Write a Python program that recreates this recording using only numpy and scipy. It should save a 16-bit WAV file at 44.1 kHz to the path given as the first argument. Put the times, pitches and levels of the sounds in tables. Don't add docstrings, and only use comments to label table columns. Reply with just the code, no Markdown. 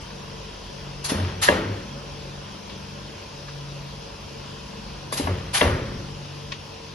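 import sys
import numpy as np
from scipy import signal
from scipy.fft import rfft, irfft, next_fast_len
from scipy.io import wavfile
from scipy.ndimage import uniform_filter1d, map_coordinates

SR = 44100
rng = np.random.default_rng(int(sys.argv[2]) if len(sys.argv) > 2 else 0)


def dump_mix(stems):
    frames = np.atleast_2d(stems).T
    limited = np.clip(frames, -1, 1)
    pcm = np.round(limited * 32767).astype(np.int16)
    wavfile.write(sys.argv[1], SR, pcm)


def volts_from_decibels(level):
    exponent = np.asarray(level, float) / 20
    return 10 ** exponent


N = 306054
TIME = np.arange(N) / SR

# crank speed in Hz, crank angle in turns at 3.5 s.
HEADS = [(23.5775, 0), (23.7041, .815), (23.7767, .629), (23.8183, .79)]
HEAD_DB = [0, 0, 0, -1]
HEAD_TILT_DB = [-2.1, 0.55, 0.79, 0.85]
# crank order, level in dB.
STROKE_ORDERS = [(2, -60.5), (4, -57.5), (6, -49.5), (7, -66.5), (8, -56), (9, -59), (10, -65.5),
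                 (13, -67.5), (15, -66.5)]
# crank order, level in dB.
WHINE_ORDERS = [(19, -55), (37, -62), (39, -69.5), (41, -60.5), (43, -61), (45, -62.5)]
# frequency in Hz, density in dB per Hz.
ROAR_SPECTRUM = [(25, -23), (45, 3), (100, -3.5), (250, -9), (450, -8.5), (600, -11), (780, -11.5),
                 (1100, -12), (1700, -15), (2100, -23.5), (8000, -93)]
# frequency in Hz, width in Hz, lift in dB.
CASING_MODES = [(451, 13, 5), (565, 22, 8.5), (960, 56, 3.5)]
# frequency in Hz, density in dB per Hz.
FAN_SPECTRUM = [(1200, -30), (2000, -7.5), (2700, 0), (4100, -4), (4800, -3.5), (5800, -6.5), (6900, -10),
                (8200, -10), (10300, -18), (11700, -19), (12000, -68)]
# frequency in Hz, width in Hz, lift in dB.
COWL_MODES = [(2550, 86, 1), (3260, 64, 3), (5210, 550, 1.5), (5520, 250, 2)]
# time in seconds, compressor gain in dB.
NEARNESS = [(0, 1.5), (.6, 1.5), (1.5, 2.5), (3.5, 0.5), (5.8, 2), (6.94, -0.5)]
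# peak in seconds, level in dB, colour in Hz, length in seconds.
TICKS = [(0.106, -39, 990, 0.01), (0.553, -45, 2990, 0.012), (2.08, -61, 1020, 0.0077),
         (2.698, -36.5, 2780, 0.012), (3.485, -35.5, 1370, 0.012), (5.484, -41, 1750, 0.01),
         (6.5227, -24, 2850, 0.0067)]
# start in seconds, level in dB, drain time factor, treble tilt in dB per octave.
PEDAL = [
    (1.038, -0.5, 0.92, 1),
    (1.4214, 1.1, 0.67, -0.3),
    (5.119, -2, 0.97, 1),
    (5.538, -0.6, 1.4, -1.6),
]
# delay in seconds, rms in dB, rise in seconds, hold in seconds, t60 in seconds.
FILL_JETS = [
    (0, -26.5, 0.0084, 0.018, 0.084),
    (0.041, -23.5, 0.018, 0.011, 0.089),
]
# delay in seconds, rms in dB, rise in seconds, hold in seconds, t60 in seconds.
VENT_JETS = [
    (-.009, -23.5, 0.011, 0.036, 0.2),
    (0, -18.5, 0.012, 0.0018, 0.17),
]
# frequency in Hz, density in dB per Hz.
JET_SPECTRUM = [(300, -28), (900, -9.5), (1600, -9), (2900, -8.5), (4300, -6.5), (5600, -11.5),
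                (6500, -9.5), (7300, -8.5), (8800, -7), (10000, -7), (11500, -13.5), (12450, -71)]
# frequency in Hz, t60 in seconds.
YARD_DECAY = [(300, 0.41), (1500, 1), (4000, 0.5), (10000, 0.37)]
# start in seconds, peak in dB, knock
# in Hz, ring length factor, knock over ring in dB.
BLOWS = [(1.097, -22, 1850, 1.1, -4), (1.118, -19, 281, 0.66, 2), (1.146, -26.5, 207, 0.63, 6.5),
         (1.185, -22, 215, 1.2, -2.5), (1.208, -35, 560, 1.5, -2), (1.48, -16, 1760, 0.15, 3),
         (1.4869, -8, 1685, 1.7, 12.5), (1.488, -13.5, 570, 0.19, 7.5), (5.125, -26, 1120, 1.6, 10),
         (5.197, -20.5, 280, 1.15, 5.5), (5.272, -16.5, 1110, 0.84, 1), (5.611, -6, 2060, 1.67, 2),
         (5.6146, -9, 3260, 0.25, 5), (5.754, -48, 1290, .46, -9), (6.524, -34.5, 1110, .1, 13),
         (1.4899, -16.5, 3200, 0.31, 9)]
# frequency in Hz, level in dB, t60 in seconds.
STEEL_MODES = [(188.2, -4.5, 0.48), (269, 0, 0.2), (362.7, -7, 0.73), (435, -3, 0.33), (547, -15.5, 0.96),
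               (610, 3, 0.059), (670, -8, 0.046), (800, -21, 0.18), (946, 8.5, 0.093), (1150, 0.5, 0.18),
               (1370, -5, 0.35), (1710, 15.5, 0.063), (1844, 2.5, 0.27), (2050, 10, 0.14),
               (2740, 16, 0.065), (2745, 2, 0.17), (3030, -30, .12)]
# frequency in Hz, t60 in seconds.
RATTLE_DECAY = [(80, 0.89), (250, 1), (600, 0.24), (1500, 0.61), (3000, 0.5), (6000, 0.11), (11000, .3)]
# start in seconds, length in seconds, rms in dB, t60 in seconds.
CUTS = [
    (1.125, 0.14, -37, 1),
    (5.17, 0.18, -39.5, 0.89),
    (1.497, 0.031, -29.5, 0.6),
    (5.63, 0.027, -38.5, 1),
]
# peak in seconds, level in dB, pitch in Hz, half length in seconds.
BOOMS = [(1.161, -29, 73.5, 0.024), (1.24, -20.5, 90.6, 0.057), (1.409, -36, 97, 0.045),
         (1.553, -27.5, 84, 0.034), (1.716, -27, 100.4, 0.094), (5.26, -22, 87, 0.015),
         (5.328, -21, 92.5, 0.042), (5.673, -16.5, 79.6, 0.019), (5.734, -23.5, 88.7, 0.031),
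         (5.827, -29.5, 93, 0.023)]
# frequency in Hz, likeness from 0 to 1, left over right in dB.
NEAR_PORTS = [(250, 1, 0.6), (1000, 0.42, 6), (1590, 0.7, -3.5), (1900, 0.8, 3), (3200, 0.45, 3),
              (5350, 0.1, 4), (7960, 1, -1.2), (11500, 0.87, 1)]
# frequency in Hz, likeness from 0 to 1, left over right in dB.
FAR_PORTS = [(120, 1, 0), (402, 0.55, 3), (960, 0.069, 0), (1540, 0.17, -4.5), (1870, 0.71, 0.5),
             (3200, 0.47, 0.5), (5320, 0.15, 7), (8210, 0.79, -1.7)]
# frequency in Hz, lead of right in radians.
PORT_LEAD = [(0, 0), (1000, -.8), (1600, -1.7), (1900, -.3), (5200, -.8), (7600, 3), (9000, 3.3),
             (10900, 2 * np.pi)]
# frequency in Hz, power share of the band mean.
FAINT_SHARE = [(500, 0), (1500, .25), (5000, .15), (7000, .8), (10000, 1.2)]

SHAFT_HZ, MAINS_HZ, MAINS_DB = 23.72, 101.6, -60
ROAR_DB, FAN_DB, FAN_FOLLOWS_NEARNESS = -42.5, -44, 0.23
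HARD_HZ_PER_KNOCK_HZ = 1.98
MURMUR_DB, MURMUR_T60_S, MURMUR_WIDTH_HZ = -14, 2.2, 65


def unit(x):
    return x / np.sqrt(np.mean(x ** 2) + 1e-20)


def along(points, hz):
    f, v = np.transpose(points)
    return np.interp(np.log(hz + 1), np.log(f + 1), v)


def wobble(rate_hz):
    coarse_s = TIME[::64]
    knots = rng.standard_normal(int(N * rate_hz / SR) + 4)
    return np.interp(TIME, coarse_s, map_coordinates(knots, [coarse_s * rate_hz]))


def filtered(x, response):
    m = next_fast_len(x.shape[-1] + 8192)
    return irfft(rfft(x, m) * response(np.fft.rfftfreq(m, 1 / SR)), m)[..., :x.shape[-1]]


def add_at(out, sound, start_s):
    i = round(start_s * SR)
    out[..., i:i + sound.shape[-1]] += sound


def patches(shape, bands, frames):
    field = uniform_filter1d(rng.standard_normal(shape), size=bands, axis=0)
    return unit(uniform_filter1d(field, size=frames, axis=1))


def rush(spectrum, peaks, patchy_db):
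    z = signal.stft(rng.standard_normal((2, N)), nperseg=512)[2]
    gain = volts_from_decibels(patchy_db * patches(z.shape[1:], 5, 12))
    pair = signal.istft(z * gain, nperseg=512)[1][:, :N]

    def colour(hz):
        lift_db = sum(db / (1 + ((hz - c) / w) ** 2) for c, w, db in peaks)
        return volts_from_decibels(along(spectrum, hz) + lift_db)
    return unit(filtered(pair, colour))


def dying(decays, seconds, patchy_db):
    n = round(seconds * SR)
    hz, t, z = signal.stft(rng.standard_normal((2, n)), SR, nperseg=256)
    gain_db = patchy_db * patches(z.shape[1:], 2, 6) - 60 * t / along(decays, hz)[:, None]
    return signal.istft(z * volts_from_decibels(gain_db), SR, nperseg=256)[1][:, :n]


def compressor():
    head_hz, turns = np.transpose(HEADS)[:, :, None]
    spin = np.exp(2j * np.pi * (head_hz * (TIME - 3.5) + turns))
    hum = np.sqrt(2) * volts_from_decibels(MAINS_DB) * np.sin(2 * np.pi * MAINS_HZ * TIME)
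    for order, db in STROKE_ORDERS:
        head_gain = volts_from_decibels(np.add(HEAD_DB, np.multiply(HEAD_TILT_DB, np.clip(order, 6, 9) - 7)))
        path = np.sqrt(2) * np.exp(2j * np.pi * rng.random((2, 1)))
        hum = hum + volts_from_decibels(db) * (path * (head_gain @ spin ** order)).imag

    crank = 2 * np.pi * np.cumsum(SHAFT_HZ * (1 + 0.00391 * wobble(7))) / SR
    for order, db in WHINE_ORDERS:
        phase = rng.uniform(0, 2 * np.pi, (2, 1))
        hum = hum + volts_from_decibels(db + 2.4 * wobble(9)) * np.sqrt(2) * np.sin(order * crank + phase)

    near_db = np.interp(TIME, *np.transpose(NEARNESS))
    pulse_db = 0.35 * spin.sum(axis=0).imag + 0.55 * (spin ** 2).sum(axis=0).imag
    roar = volts_from_decibels(ROAR_DB + near_db + pulse_db) * rush(ROAR_SPECTRUM, CASING_MODES, patchy_db=1.0)
    fan_db = FAN_DB + FAN_FOLLOWS_NEARNESS * near_db + 0.087 * wobble(12)
    return hum + roar + volts_from_decibels(fan_db) * rush(FAN_SPECTRUM, COWL_MODES, patchy_db=1.3)


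def ticks():
    out, t = np.zeros((2, N + SR)), np.arange(SR // 10) / SR
    for s, db, hz, length_s in TICKS:
        def colour(f):
            return 1j * f * hz / (hz * hz - f * f + 1j * f * hz * 0.63) / (1 + (f / 7000) ** 6)
        shape = t / length_s * np.exp(-2.5 * t / length_s) + volts_from_decibels(-16 - 60 * t / 0.16)
        scrape = unit(filtered(rng.standard_normal((2, len(t))), colour))
        add_at(out, volts_from_decibels(db + 7.5) * shape * scrape, s - 0.003)
    return out[:, :N]


def air_jet(t, tilt_db):
    eddies_db = 3 * rng.standard_normal(100)

    def colour(hz):
        tilt = tilt_db * np.log2(hz / 4000 + 0.01)
        return volts_from_decibels(along(JET_SPECTRUM, hz) + tilt + np.interp(hz / 260, np.arange(100), eddies_db))
    return unit(filtered(rng.standard_normal((2, len(t))), colour))


def valve():
    out, t = np.zeros((2, N + SR)), np.arange(SR // 4) / SR
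    for (pedal_s, pedal_db, drain, tilt_db), jets in zip(PEDAL, [FILL_JETS, VENT_JETS] * 2):
        for after_s, jet_db, rise_s, hold_s, t60_s in jets:
            start_s = pedal_s + after_s
            flutter_db = 0.85 * np.interp(t * 160, np.arange(len(t)), rng.standard_normal(len(t)))
            drain_db = -60 * np.maximum(t - rise_s - hold_s, 0) / (t60_s * drain)
            level = volts_from_decibels(pedal_db + jet_db + drain_db + flutter_db) * np.minimum(t / rise_s, 1) ** 1.4
            jet = air_jet(t, tilt_db) * level
            add_at(out, jet, start_s)

            walls = dying(YARD_DECAY, 0.6, patchy_db=2.5)
            echo = signal.fftconvolve(jet, walls / np.linalg.norm(walls[0]), axes=1)
            add_at(out, volts_from_decibels(-5) * echo, start_s + 0.012)
    return out[:, :N]


def blows():
    out, t = np.zeros((2, N + SR)), np.arange(SR * 5 // 8) / SR
    hz, level_db, t60_s = np.transpose(STEEL_MODES)[:, :, None]
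    for s, db, knock_hz, length, knock_db in BLOWS:
        hard_hz = HARD_HZ_PER_KNOCK_HZ * knock_hz
        phase = rng.uniform(0, 2 * np.pi, (2, len(STEEL_MODES), 1)) * [[[0]], [[1]]]
        mode_db = level_db + rng.normal(0, 0.66, hz.shape) - 60 * t / (t60_s * length)
        ring = np.sum(volts_from_decibels(mode_db) * np.sin(2 * np.pi * hz * t + phase), axis=1)
        crack = volts_from_decibels(-60 * t / 0.012) * rng.standard_normal((2, len(t)))
        rattle = dying(np.multiply(RATTLE_DECAY, [1, length]), 5 / 8, patchy_db=1.5)
        body = (volts_from_decibels(-14.5) * ring + volts_from_decibels(14) * crack + volts_from_decibels(2) * rattle) * np.minimum(t / 0.0015, 1)

        def push(f):
            softness = 1 / (1 + 1j * f / hard_hz) ** 2 / (1 + 1j * f / 700)
            low_cut = (1j * f / (75 + 1j * f)) ** 2
            die_plate = 1 + 1.5j * f * 120 / (565 ** 2 - f * f + 1j * f * 120)
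            return softness * low_cut * die_plate * np.sqrt(2500 / hard_hz)

        swing = np.sin(2 * np.pi * knock_hz * t + [[0], [1.5]]) * np.minimum(t * knock_hz, 1)
        knock = volts_from_decibels(knock_db - 2.45 * knock_hz * t) * swing
        add_at(out, volts_from_decibels(db) * (filtered(body, push) + knock), s)
    return out[:, :N]


def crunch():
    out, t = np.zeros((2, N + SR)), np.arange(SR // 2) / SR
    size = (2, len(t))

    def table(f):
        modes = [(950, 1800), (1700, 3600), (3000, 310)]  # Hz, width Hz
        return sum(1j * f * w / (c * c - f * f + 1j * f * w) for c, w in modes) / (1 + 1j * f / 4500) ** 3

    for s, length_s, db, t60_s in CUTS:
        hits = rng.random(size) < 2600 / SR
        clicks = hits * rng.standard_normal(size) * volts_from_decibels(rng.exponential(size=size))
        shape = np.minimum(t / 0.0073, 1) * volts_from_decibels(-60 * np.maximum(t - length_s, 0) / t60_s)
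        add_at(out, volts_from_decibels(db) * shape * unit(filtered(clicks, table)), s)
    return out[:, :N]


def booms():
    out, t = np.zeros(N + SR), np.arange(-SR // 5, SR // 2) / SR
    for s, db, hz, half_s in BOOMS:
        swing = np.sin(2 * np.pi * hz * t) * np.exp(-np.where(t > 0, 2.6, 0.7) * (t / half_s) ** 2)

        def frame(f):
            return 1 / (1 + ((f - 1.22 * hz) / MURMUR_WIDTH_HZ) ** 4)
        murmur = unit(filtered(rng.standard_normal(len(t)), frame))
        murmur *= np.clip(1 + t / half_s, 0, 1) * volts_from_decibels(MURMUR_DB - 60 * t / MURMUR_T60_S)
        add_at(out, volts_from_decibels(db) * (swing + murmur), s - 0.2)
    return out[:N] * np.array([[1], [0.1]])


def ports(pair, table):
    hz, alike, balance_db = np.transpose(table)
    m = next_fast_len(N + 8192)
    f = np.fft.rfftfreq(m, 1 / SR)
    a, b = rfft(pair, m)
    turn = np.arccos(np.clip(np.interp(f, hz, alike), 0, 1)) / 2
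    lead = np.interp(f, *np.transpose(PORT_LEAD))
    half = volts_from_decibels(np.interp(f, hz, balance_db) / 2) * np.exp(-0.5j * lead)
    mid, side = a * np.cos(turn), b * np.sin(turn)
    return irfft(np.array([(mid + side) * half, (mid - side) / half]), m)[:, :N]


def scene():
    cutter = ticks() + valve() + blows() + crunch() + booms()
    return ports(compressor(), FAR_PORTS) + ports(cutter, NEAR_PORTS)


def roll_off(x):
    return signal.sosfilt(signal.butter(12, 12660, fs=SR, output="sos"), x)


def record(dry):
    dry = dry / (1 + np.abs(dry / 0.97) ** 6) ** (1 / 6)
    sum_diff = np.array([dry[0] + dry[1], dry[0] - dry[1]]) / 2
    hz, _, z = signal.stft(sum_diff, SR, nperseg=2048)
    line_power = np.abs(z) ** 2
    bands = np.add.reduceat(line_power, np.arange(0, len(hz), 16), axis=1)
    power = np.repeat(bands, 16, axis=1)[:, :len(hz)] / 16
    treble = power[:, hz > 6500].sum(axis=(0, 1))
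    steady = treble < 4 * np.roll(treble, 2)
    buried = (power < volts_from_decibels(-12) * power[::-1]) & (hz[:, None] > 6500)
    faint = line_power < along(FAINT_SHARE, hz)[:, None] * power.max(axis=0)
    kept = z * ~((buried | faint) & steady)
    mid, side = signal.istft(kept, SR, nperseg=2048)[1][:, :N]
    return roll_off(np.array([mid + side, mid - side]))


dry = scene()
out = record(dry)
dump_mix(out)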